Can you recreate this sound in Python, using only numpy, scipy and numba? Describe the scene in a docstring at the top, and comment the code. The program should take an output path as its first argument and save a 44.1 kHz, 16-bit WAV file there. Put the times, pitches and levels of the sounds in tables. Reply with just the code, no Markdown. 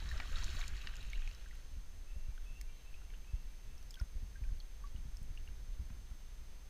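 """Water sloshes and glugs as someone wades and reaches into a shallow forest stream; then single
drops fall from the lifted hand. The water gets its notes from air bubbles, which ring like tiny bells.
The hand holding a small camera over the stream makes its housing rumble and knock. A far bird repeats
one phrase, and a second adds a few higher notes. Under it all lie a soft hiss and a thin whine
from the camera's electronics, tied to the frame rate."""
import sys
import numpy as np
from scipy import signal
from scipy.fft import rfft, irfft
from scipy.io import wavfile
from scipy.ndimage import uniform_filter1d
from numba import njit

SR = 44100
rng = np.random.default_rng(int(sys.argv[2]) if len(sys.argv) > 2 else 0)


def bounce(signal):
    """Save signal as a 16-bit WAV file at the path given by the first command-line argument."""
    frames = np.transpose(np.atleast_2d(signal))
    limited = np.clip(frames, -1, 1)
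    pcm = np.round(limited * 32767).astype(np.int16)
    wavfile.write(sys.argv[1], SR, pcm)


N = 295029

# How loud the wading is. Each row: time in seconds, water level in dB, spray level in dB.
WADING = [(0, -59.5, -62.5), (.06, -57.5, -61.5), (.12, -58.5, -59), (.23, -55, -61.5), (.31, -60.5, -60.5),
          (.37, -51.5, -56), (.44, -57.5, -56), (.5, -57.5, -57.5), (.56, -57, -57), (.62, -51, -55),
          (.67, -61.5, -61), (.72, -59, -66), (.77, -60.5, -60.5), (.86, -59, -64.5), (1, -64, -67),
          (1.15, -68, -67), (1.3, -68.5, -69), (1.5, -71.5, -74), (1.9, -75, -71)]
WADING_END_S = WADING[-1][0]
# How hard the hand shakes the housing.
# Each row: time in seconds, rumble level in dB, upper bass in dB compared with the rumble.
GRIP_LEVELS = [(0.0, -45, -8), (0.16, -36.5, -8.5), (0.27, -44.5, -7), (0.33, -34.5, -7), (.4, -30, -14),
               (.47, -37, -10), (0.53, -44, -1.5), (.59, -35.5, -11.5), (.66, -38.5, -15),
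               (0.73, -39.5, -4.5), (.81, -48.5, -3.5), (.89, -39, -10), (.99, -47.5, -6),
               (1.08, -41, -4.5), (1.15, -39.5, -12), (1.21, -32, -21), (1.29, -41, -13),
               (1.38, -48.5, -6.5), (1.48, -45.5, -6), (1.65, -47.5, -9.5), (1.78, -44, -10),
               (2, -46.5, -13), (2.24, -39.5, -20.5), (2.36, -43.5, -12), (2.44, -40.5, -15),
               (2.58, -47.5, -12), (2.65, -38.5, -18), (2.8, -53.5, -6.5), (2.96, -42.5, -13),
               (3.05, -47, -11), (3.16, -43.5, -19), (3.27, -48.5, -12), (3.33, -52, -0.5),
               (3.47, -41.5, -23), (3.6, -50.5, -21), (3.66, -44, -7.5), (3.97, -49, -12), (4.01, -56, -4),
               (4.19, -40.5, -7), (4.3, -57, 5.5), (4.5, -33.5, -15.5), (4.63, -45.5, -14),
               (5.5, -42, -8.5), (5.64, -49.5, 2.5), (5.73, -40.5, -23), (5.83, -43.5, -6.5),
               (5.91, -47, -11), (5.97, -46.5, -1.5), (6.04, -49, -8), (6.2, -48, -13.5),
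               (6.45, -46.5, -7.5), (6.69, -50, -8)]
# Knocks in the housing. Each row: start in seconds, level in dB, sharp edge level in dB, pitch in Hz.
HOUSING_KNOCKS = [(0.051, -21, -49.5, 71), (.122, -20, -50, 66), (1.266, -30, -64, 72.5),
                  (1.765, -28, -52.5, 73), (2.16, -22, -54.5, 65), (2.284, -22.5, -52.5, 72),
                  (2.506, -35, -52.5, 80), (3.334, -16.5, -53, 69.9), (3.647, -32.5, -76, 72),
                  (4.013, -15.5, -50, 74.4), (4.15, -24, -55, 71.7), (4.224, -21.5, -51, 72),
                  (4.413, -21, -55.5, 70), (4.519, -23, -69.5, 72), (4.945, -22, -53, 72.6),
                  (4.981, -31, -52, 79.4), (5.05, -27.5, -49, 71.5), (5.21, -29, -49.5, 80),
                  (5.301, -27.5, -57, 72), (5.609, -30.5, -63.5, 72.6), (5.683, -28, -67, 72.5),
                  (5.794, -21, -48.5, 72), (5.904, -29.5, -52, 140), (5.826, -35, -66, 110),
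                  (6.111, -28, -54, 79.6)]


def undb(db):
    """Turn a level in dB into a number to multiply by."""
    return 10 ** (np.asarray(db) / 20)


def level(x, db):
    """Scale a sound to an average (rms) level in dB."""
    return x * undb(db) / np.sqrt(np.mean(x ** 2))


def curves(table):
    """Join a table's timed rows with straight lines: one curve for each column after the time."""
    s, *columns = np.transpose(table)
    return [np.interp(np.arange(N) / SR, s, c) for c in columns]


def colour(x, points):
    """Make some pitches louder and others softer, following (Hz, dB) points."""
    hz, db = np.transpose(points)
    bin_hz = np.maximum(np.fft.rfftfreq(N, 1 / SR), 1)
    return irfft(rfft(x) * undb(np.interp(np.log(bin_hz), np.log(hz), db)), N)


def band(x, lo_hz, hi_hz):
    """Keep the part of a sound between two pitches."""
    return signal.sosfilt(signal.butter(2, [lo_hz, hi_hz], "band", fs=SR, output="sos"), x)


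def wander(rate):
    """A smooth random curve, mostly within -1 to 1, that takes `rate` steps a second."""
    k = int(SR / rate)
    steps = np.repeat(rng.standard_normal(N // k + 1), k)
    return 0.83 * uniform_filter1d(uniform_filter1d(steps, k), k)[:N]


def steady_noise(points, seconds):
    """Coloured noise with its chance swells ironed out over `seconds`; average size near 1."""
    noise = colour(rng.standard_normal(N), points)
    k = int(seconds * SR)
    return noise / np.sqrt(uniform_filter1d(uniform_filter1d(noise ** 2, k), k))


@njit
def add_rings(out, start, hz, t60, size, glide, rise):
    """Tones that swell over `rise` cycles and fade 60 dB in `t60` seconds; `glide` above 0 bends up."""
    for g in range(len(start)):
        n, phase = int(t60[g] * SR), 0.
        for i in range(max(0, min(n, len(out) - start[g]))):
            phase += hz[g] * np.exp(glide * i / n) / SR
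            envelope = np.exp(-6.9 * i / n) * min(phase / rise, 1.)
            out[start[g] + i] += size[g] * np.sin(2 * np.pi * phase) * envelope
    return out


def rings(s, hz, t60, size, glide, rise):
    """Place fading tones at start times `s`, in seconds."""
    start = np.clip(s * SR, 0, N - 1).astype(np.int64)
    each = np.ones(len(s))
    return add_rings(np.zeros(N), start, hz * each, np.clip(t60, .001, 1) * each, size, glide, rise)


def bubbles(count, lo_hz, hi_hz, cycles, spread_db):
    """A cloud of bubbles, of average size 1 during the wading; `spread_db` above 0 makes a few loud."""
    when, pitch, length, rank = rng.random((count, 4)).T
    hz = lo_hz * (hi_hz / lo_hz) ** pitch
    size = undb(-spread_db * np.log(rank + 1 / 400))
    cloud = rings(when * WADING_END_S, hz, cycles * (.5 + length) / hz, size, glide=0.353, rise=0.64)
    return level(cloud, 10 * np.log10(WADING_END_S * SR / N))


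def slosh():
    """Churned water gurgles, crackles and fizzes, and sets the housing ringing."""
    # The tone of churned water. Each row: pitch in Hz, boost or cut in dB.
    water_colour = [(210, -34), (350, -5), (1050, -14), (1450, -3.5), (3540, -1.5), (3890, 1.5), (4750, -7),
                    (6370, 0), (7440, -3), (7910, -7.5), (14000, -13)]
    # Where the housing rings. Each row: pitch in Hz, width in Hz, strength in dB.
    resonances = [(1152, 250, -1), (1570, 93, -5), (1880, 100, -2.5), (3300, 170, 0), (3930, 130, 3),
                  (4400, 180, 7.5), (5200, 150, 6), (6850, 460, -6)]
    gurgle = bubbles(count=1500, lo_hz=585, hi_hz=6340, cycles=39.7, spread_db=2.5)
    crackle = bubbles(count=6000, lo_hz=1000, hi_hz=8500, cycles=9, spread_db=2.8)
    # each octave of the fizz flickers on its own
    fizz = sum(band(rng.standard_normal(N), hz, 2 * hz) * undb(3 * wander(60))
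               for hz in 300 * 2 ** np.arange(6))
    water = colour(undb(-6.5) * gurgle + undb(-4) * crackle + undb(-6) * fizz, water_colour)
    housing = 0
    for hz, width, db in resonances:
        ringing = signal.lfilter(*signal.iirpeak(hz, hz / width, fs=SR), water)
        housing += undb(db + 4 * wander(40.21)) * ringing  # comes and goes as the water shifts
    water = level(water + housing, 0)
    body = signal.sosfilt(signal.butter(2, 3300, fs=SR, output="sos"), water)
    spray = water - body
    body_db, spray_db = curves(WADING)
    fade = np.clip((WADING_END_S - np.arange(N) / SR) / 0.347, 0, 1)
    return fade * (undb(body_db) * body + undb(spray_db) * spray)


def trickle():
    """Water runs off after the step: many bubbles of about one size blur into a wash."""
    # How loud the run-off is. Each row: time in seconds, level in dB.
    run_off = [(0, -70), (.5, -65), (.8, -64), (1.2, -64.5), (1.4, -70.5), (1.9, -97)]
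    (db,) = curves(run_off)
    running = np.arange(N) / SR < run_off[-1][0]
    return running * undb(db) * bubbles(count=1600, lo_hz=2370, hi_hz=2964, cycles=44, spread_db=-1.5)


def grip():
    """Trembling muscles and slow shifts of the hand shake the housing into a rumble."""
    # The tone of the two layers. Each pair: pitch in Hz, boost or cut in dB.
    deep_colour = [(6, -7), (14, -8.5), (24, -0.5), (40, -10), (60, -24), (200, -71), (600, -110)]
    upper_colour = [(25, -25.5), (48, 4), (75, -7), (130, -25.5), (250, -33.5), (500, -43), (1500, -101)]
    deep = steady_noise(deep_colour, seconds=0.076)
    upper = steady_noise(upper_colour, seconds=0.015)
    deep_db, upper_db = curves(GRIP_LEVELS)
    return undb(deep_db) * deep + undb(deep_db + upper_db + 3.5 * wander(16)) * upper


def finger_slips():
    """Skin creeps on the housing: a low rustle that follows the grip and flares after each knock."""
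    deep_db, upper_db = curves(GRIP_LEVELS)
    s, _, edge_db, _ = np.transpose(HOUSING_KNOCKS)
    rise_s, fade_s = 0.00315, 0.0364
    hits, t = np.zeros(N), np.arange(SR // 2) / SR
    hits[(s * SR).astype(int)] = undb(edge_db - 9)
    flare = signal.fftconvolve(hits, np.exp(-t / fade_s) * np.minimum(t / rise_s, 1))[:N]
    slips = rng.standard_normal(N) * undb(1.8 * wander(30))
    rustle = level(band(band(slips, 117, 186.3), 86, 264), 0)
    return (undb(deep_db + upper_db - 31) + flare) * rustle


def hiss():
    """The stream and the microphone make a smooth, almost steady hiss."""
    # The tone of the hiss. Each row: pitch in Hz, boost or cut in dB.
    hiss_colour = [(65, -41.5), (110, -9.5), (267, -19.5), (412, -22), (507, -22), (815, -25), (885, -25),
                   (1260, -26), (1710, -25), (5340, -29), (6300, -30.5), (6840, -33), (15300, -38.5)]
    return level(colour(rng.standard_normal(N), hiss_colour), -65) * undb(0.048 * wander(9.3))


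def electronics():
    """The camera's whine restarts with every frame, and reading out each frame ticks twice."""
    frame_hz, cycles_per_frame = 29.97, 210.5
    frame_position = (np.arange(N) / SR * frame_hz - .21) % 1
    phase = 2 * np.pi * cycles_per_frame * frame_position
    whine = undb(-72) * np.sin(phase) + undb(-85.5) * np.sin(2 * phase)
    frames = np.arange(int(N / SR * frame_hz))
    ticks = 0
    for part_of_frame, db in ((.33, -69), (.74, -80)):
        late, higher, louder = rng.standard_normal((len(frames), 3)).T
        s = (frames + part_of_frame + 0.024 * late) / frame_hz
        ticks += rings(s, hz=8545 + 70 * higher, t60=0.022, size=undb(db + 1.8 * louder), glide=0., rise=12.)
    return whine + ticks


def glugs_and_blips():
    """Short rising tones: low glugs in the water, two faint blips near housing knocks, one high chirp."""
    # Each row: start in seconds, pitch in Hz, level in dB, ring time in seconds.
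    rising_blips = [(.02, 850, -55.5, 0.072), (.135, 700, -56, 0.047), (.155, 585, -50.5, 0.05),
                    (.19, 246, -52.5, 0.079), (.199, 695, -45, 0.031), (.255, 644, -57, 0.064),
                    (.315, 502, -56.5, 0.127), (.425, 940, -49, 0.0525), (.455, 281, -55.5, 0.11),
                    (.49, 324, -52, 0.055), (.57, 579, -54, 0.085), (.59, 695, -57.5, 0.14),
                    (.63, 790, -58, 0.033), (1.275, 740, -53.5, .02), (3.991, 2000, -53.5, .012),
                    (2.159, 530, -60, 0.052), (2.322, 783, -61, 0.032)]
    s, hz, db, t60 = np.transpose(rising_blips)
    return rings(s, hz, t60, undb(db), glide=0.576, rise=0.95)


def knocks():
    """A sudden shift of the hand knocks the housing: a sharp edge, then slower and slower swings."""
    s, db, edge_db, hz = np.transpose(HOUSING_KNOCKS)
    edge = rings(s, hz=193, t60=0.0482, size=-undb(edge_db), glide=0.24, rise=0.77)
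    thud = rings(s, hz, t60=5.275 / hz, size=-undb(db), glide=-2.47, rise=1.)
    return edge + thud


def thrown_droplets(count=16):
    """Random extra drops for drops(), thrown by the wading and louder when it is louder."""
    when, pitch, spatter_pitch = rng.random((count, 3)).T
    s, hz, spatter_hz = 1.3 * when, 1300 * 3.4 ** pitch, 1300 * 8.1 ** spatter_pitch
    wading_s, wading_db, _ = np.transpose(WADING)
    scatter_db = 1.5 * rng.standard_normal((count, 2)).T
    bubble_db, impact_db = np.interp(s, wading_s, wading_db) + scatter_db
    return np.array([s, hz, bubble_db + 9, 20 / hz, spatter_hz, impact_db + 8, impact_db - 14])


def drops():
    """Each drop hits the surface with a crack, spatters briefly and leaves a bubble that rings."""
    # Each row: time in seconds, bubble pitch in Hz, bubble level in dB, ring time in seconds,
    # spatter pitch in Hz, spatter level in dB, crack level in dB.
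    falling_drops = [(0.0901, 3930, -47, 0.037, 5340, -35.5, -70),
                     (0.1147, 1773, -34, 0.0148, 1300, -46, -53), (0.177, 5200, -43, .01, 3900, -47, -70),
                     (.13, 3860, -53, .012, 1500, -46, -70), (0.202, 1400, -23, 0.006, 3900, -35, -70),
                     (.203, 2270, -34, 0.0071, 2700, -45, -70), (0.2226, 1830, -42, 0.0173, 3000, -50, -70),
                     (.275, 3170, -45.5, 0.015, 2000, -50.5, -70),
                     (.324, 6800, -44.5, .005, 5800, -48, -57), (0.33, 2600, -45, .01, 4000, -51, -70),
                     (0.358, 3830, -35.5, 0.0133, 1790, -52, -70),
                     (0.37, 1320, -41.5, 0.022, 4400, -46, -68),
                     (0.4273, 4080, -35, 0.0067, 1980, -43, -70),
                     (0.436, 5740, -33.5, 0.0046, 3300, -47, -70),
                     (0.443, 4280, -36.5, 0.0105, 6500, -31, -50), (.482, 2600, -39, .007, 4200, -38, -70),
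                     (.493, 3700, -39, 0.007, 4300, -44, -70), (0.508, 6300, -45, .008, 5200, -46, -70),
                     (0.5478, 1150, -40.5, 0.019, 3800, -52, -70),
                     (0.557, 7100, -49, .006, 5000, -51.5, -63), (.5685, 4350, -37, .0068, 1900, -58, -70),
                     (0.5928, 6560, -33.5, 0.004, 1180, -43, -70), (.605, 6280, -37, .005, 7140, -48, -67),
                     (0.612, 2300, -39, 0.012, 3800, -38, -60), (.617, 3756, -31.5, 0.006, 2000, -43, -70),
                     (0.64, 2370, -38.5, 0.013, 1820, -56, -70),
                     (0.681, 6740, -34, .0038, 4650, -34.5, -49), (0.767, 4820, -47, .008, 1880, -45, -73),
                     (.815, 2730, -47.5, .016, 5500, -46, -70), (0.8725, 2800, -27, 0.0071, 3950, -34, -73),
                     (.873, 1750, -39, 0.0078, 1310, -48.5, -73), (.895, 4220, -50, 0.0091, 3800, -54, -73),
                     (0.9384, 1600, -45, 0.017, 2500, -54, -70), (.956, 2630, -44, .007, 7000, -40, -70),
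                     (0.9675, 6780, -43, .006, 4930, -40, -53), (1.015, 7000, -48, .005, 2800, -50, -70),
                     (1.029, 2750, -44, .007, 3800, -42, -55), (1.067, 6900, -51, .005, 6300, -52, -70),
                     (1.101, 6370, -44.5, 0.0127, 3900, -49.5, -57),
                     (1.1327, 2220, -34.5, 0.012, 3700, -38, -53),
                     (1.151, 4000, -49.5, 0.0217, 4300, -52, -73), (1.157, 2860, -44, .016, 4000, -50, -73),
                     (1.1783, 2570, -46, 0.0076, 1710, -45, -73),
                     (1.227, 2600, -45.5, 0.0107, 2000, -50, -73),
                     (1.2767, 2530, -29.5, 0.0037, 5430, -43.5, -60),
                     (1.291, 4300, -55, .02, 6900, -47, -70), (1.3132, 2815, -48, .015, 4460, -42.5, -70),
                     (1.331, 7000, -52.5, .008, 4000, -55, -70),
                     (1.349, 5300, -45.5, .0075, 3840, -53, -57),
                     (1.461, 1590, -46.5, 0.014, 4300, -60.5, -74),
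                     (1.486, 7000, -53, .005, 7400, -54, -70), (1.511, 2000, -48, 0.025, 3800, -58, -73),
                     (1.53, 1400, -55, 0.033, 1700, -56, -74), (1.5531, 2720, -49, .0071, 4100, -53, -54),
                     (2.379, 1480, -46, 0.019, 3100, -51, -74),
                     (2.613, 2130, -37.5, 0.0045, 13900, -44, -49),
                     (2.6138, 5200, -47, .008, 9500, -46, -60), (2.942, 2580, -54, 0.034, 3000, -52, -65),
                     (3.018, 1400, -55, 0.03, 890, -64.5, -79), (3.1038, 2270, -51, .0071, 3050, -51, -74),
                     (3.138, 2880, -53, .015, 1570, -48, -78), (3.7802, 5530, -49, .007, 12700, -60, -75),
                     (3.8277, 5920, -50, .006, 8900, -56, -62),
                     (3.9078, 5200, -39, 0.00644, 7300, -39, -58),
                     (3.911, 6780, -44, 0.0052, 4300, -51.5, -49),
                     (3.942, 3380, -45.5, 0.022, 5200, -40.5, -53.5),
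                     (3.9564, 3074, -47, 0.0117, 4430, -47, -77), (3.971, 1534, -56, 0.08, 4900, -57, -75),
                     (3.996, 5250, -51, .014, 2330, -52, -59), (4, 1425, -48.5, 0.067, 5280, -36.5, -58),
                     (4.017, 8950, -49, .006, 1390, -60.5, -55), (4.357, 1593, -57, 0.086, 1790, -54, -75),
                     (4.439, 2400, -54, 0.02, 1790, -52, -75), (4.45, 1550, -61, .06, 2900, -58, -78),
                     (4.49, 1550, -60, 0.028, 1800, -62, -78), (4.6023, 4320, -43, 0.011, 5200, -50, -61),
                     (4.608, 3300, -53, .016, 3600, -58, -75), (4.8407, 1138, -47.5, 0.083, 1580, -52, -63),
                     (4.8737, 4730, -50, .006, 1100, -65, -74), (4.962, 2930, -52, 0.023, 4500, -56, -74),
                     (5.1705, 5370, -43.5, 0.0076, 6880, -42, -56.5),
                     (5.2301, 8550, -50, .006, 11900, -53, -55),
                     (5.3755, 2790, -42, 0.0132, 4730, -55.5, -77),
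                     (5.4767, 2800, -47.5, .015, 2090, -56, -73.5),
                     (5.488, 1540, -52, 0.01, 2200, -52, -75), (5.9, 1780, -56, 0.0068, 2700, -58, -75)]
    all_drops = np.hstack([np.transpose(falling_drops), thrown_droplets()])
    s, hz, db, t60, spatter_hz, spatter_db, crack_db = all_drops
    bubble = rings(s - 2 / hz, hz, t60 + 1.5 / hz, undb(db), glide=0.011, rise=3.)
    spatter = rings(s - 1 / spatter_hz, spatter_hz, 14 / spatter_hz, undb(spatter_db),
                    glide=0.056, rise=1.5)
    hits, t = np.zeros(N), np.arange(2000) / SR
    hits[(s * SR).astype(int)] = undb(crack_db)
    burst = signal.fftconvolve(hits, np.exp(-t / 0.00096) * np.minimum(t / 0.00012, 1))[:N]
    crack = band(burst * np.sign(rng.standard_normal(N)), 8200, 17000)
    direct = bubble + spatter + crack
    bank_echo = rng.standard_normal(len(t)) * np.exp(-t / 0.0056) * undb(-30)
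    return direct + signal.fftconvolve(direct, bank_echo)[:N]


def slaps():
    """Snaps off the water or in the housing, with no bubble note: a push, a scrap of noise, an echo."""
    # Each row: start in seconds, low and high edge in Hz, peak level in dB, noise fade in seconds.
    snaps = [(0.2013, 805, 4300, -30, 0.0013), (0.443, 3800, 7600, -37, 0.0023),
             (0.6788, 4230, 9850, -40, 0.00173), (0.872, 1490, 4400, -31.5, 0.0014),
             (.956, 5500, 7800, -48, .001), (1.1318, 1900, 4230, -38.5, 0.0011),
             (1.2201, 1330, 3440, -44, 0.0013), (1.2756, 1800, 7500, -45, .001),
             (1.348, 3800, 7300, -50, .001), (2.6133, 1300, 19900, -37, 0.00057),
             (3.14, 2360, 3330, -55.5, 0.0104), (3.245, 2300, 3200, -57, .003),
             (3.944, 3000, 12000, -50.5, .0012), (4.013, 250, 2500, -46.5, 0.0021),
             (5.902, 200, 2500, -54, 0.0077), (6.112, 600, 1800, -60, 0.0036)]
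    echo_s = .0032
    out, t = np.zeros(N), np.arange(900) / SR
    for s, lo_hz, hi_hz, db, fade_s in snaps:
        push = t == 0
        noise = undb(-13) * np.sign(rng.standard_normal(len(t))) * np.exp(-t / fade_s)
        snap = band(band(push + noise, lo_hz, hi_hz), lo_hz, hi_hz)
        snap += undb(-13) * np.interp(t - echo_s, t, snap, left=0)
        start = int(s * SR)
        out[start:start + len(t)] += undb(db) * snap / np.abs(snap).max()
    return out


def birds():
    """Two far birds whistle wavering notes, smeared by echoes from the trees."""
    # The first bird's notes. Each row: start within the phrase and length in seconds,
    # first and last pitch in Hz, level in dB compared with the phrase.
    phrase = [(0, 0.045, 2560, 2686, -1.5), (0.065, 0.063, 2710, 2780, -2.5),
              (0.076, 0.045, 2610, 2650, -6), (0.17, 0.06, 2700, 2760, -6),
              (0.219, 0.029, 2370, 2335, -4.5)]
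    # Its repeats of the phrase. Each row: start in seconds, level in dB, fade in dB per second.
    repeats = [(2.066, -68, 25), (2.454, -65.5, 10), (2.848, -68, 27), (3.265, -68, 36), (3.68, -77, 15)]
    # The higher bird. Each row: start and length in seconds, first and last pitch in Hz, level in dB.
    high_notes = [(2.418, 0.0323, 3300, 3460, -74), (2.69, 0.03, 2913, 3200, -70),
                  (2.755, 0.063, 3067, 3210, -80.5), (2.752, 0.095, 4050, 3850, -81),
                  (3.102, .04, 3000, 3180, -73)]
    flutter, waver_hz = undb(2.1 * wander(60)), 35 * wander(90)
    notes = [(phrase_s + s, length, from_hz, to_hz, phrase_db + db - fade * s)
             for phrase_s, phrase_db, fade in repeats
             for s, length, from_hz, to_hz, db in phrase]
    direct = np.zeros(N)
    for s, length, from_hz, to_hz, db in notes + high_notes:
        n, i = int(length * SR), int(s * SR)
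        hz = np.linspace(from_hz, to_hz, n) + waver_hz[i:i + n]
        tone = np.sin(2 * np.pi * np.cumsum(hz) / SR)
        direct[i:i + n] += undb(db) * np.hanning(n) ** 0.084 * tone * flutter[i:i + n]
    t = np.arange(SR // 2) / SR
    tree_echo = rng.standard_normal(len(t)) * np.exp(-t / .1) * undb(-31)
    return direct + signal.fftconvolve(direct, tree_echo)[:N]


def scene():
    """Add up all the sounds at the one microphone."""
    water = slosh() + trickle() + glugs_and_blips() + slaps() + drops()
    handling = grip() + finger_slips() + knocks()
    return (water + handling + birds() + electronics() + hiss())[None]


def record(dry):
    """The camera cuts off the highest treble, above 15300 Hz."""
    return signal.sosfilt(signal.ellip(8, .2, 60, 15300, fs=SR, output="sos"), dry)


dry = scene()
out = record(dry)
bounce(out)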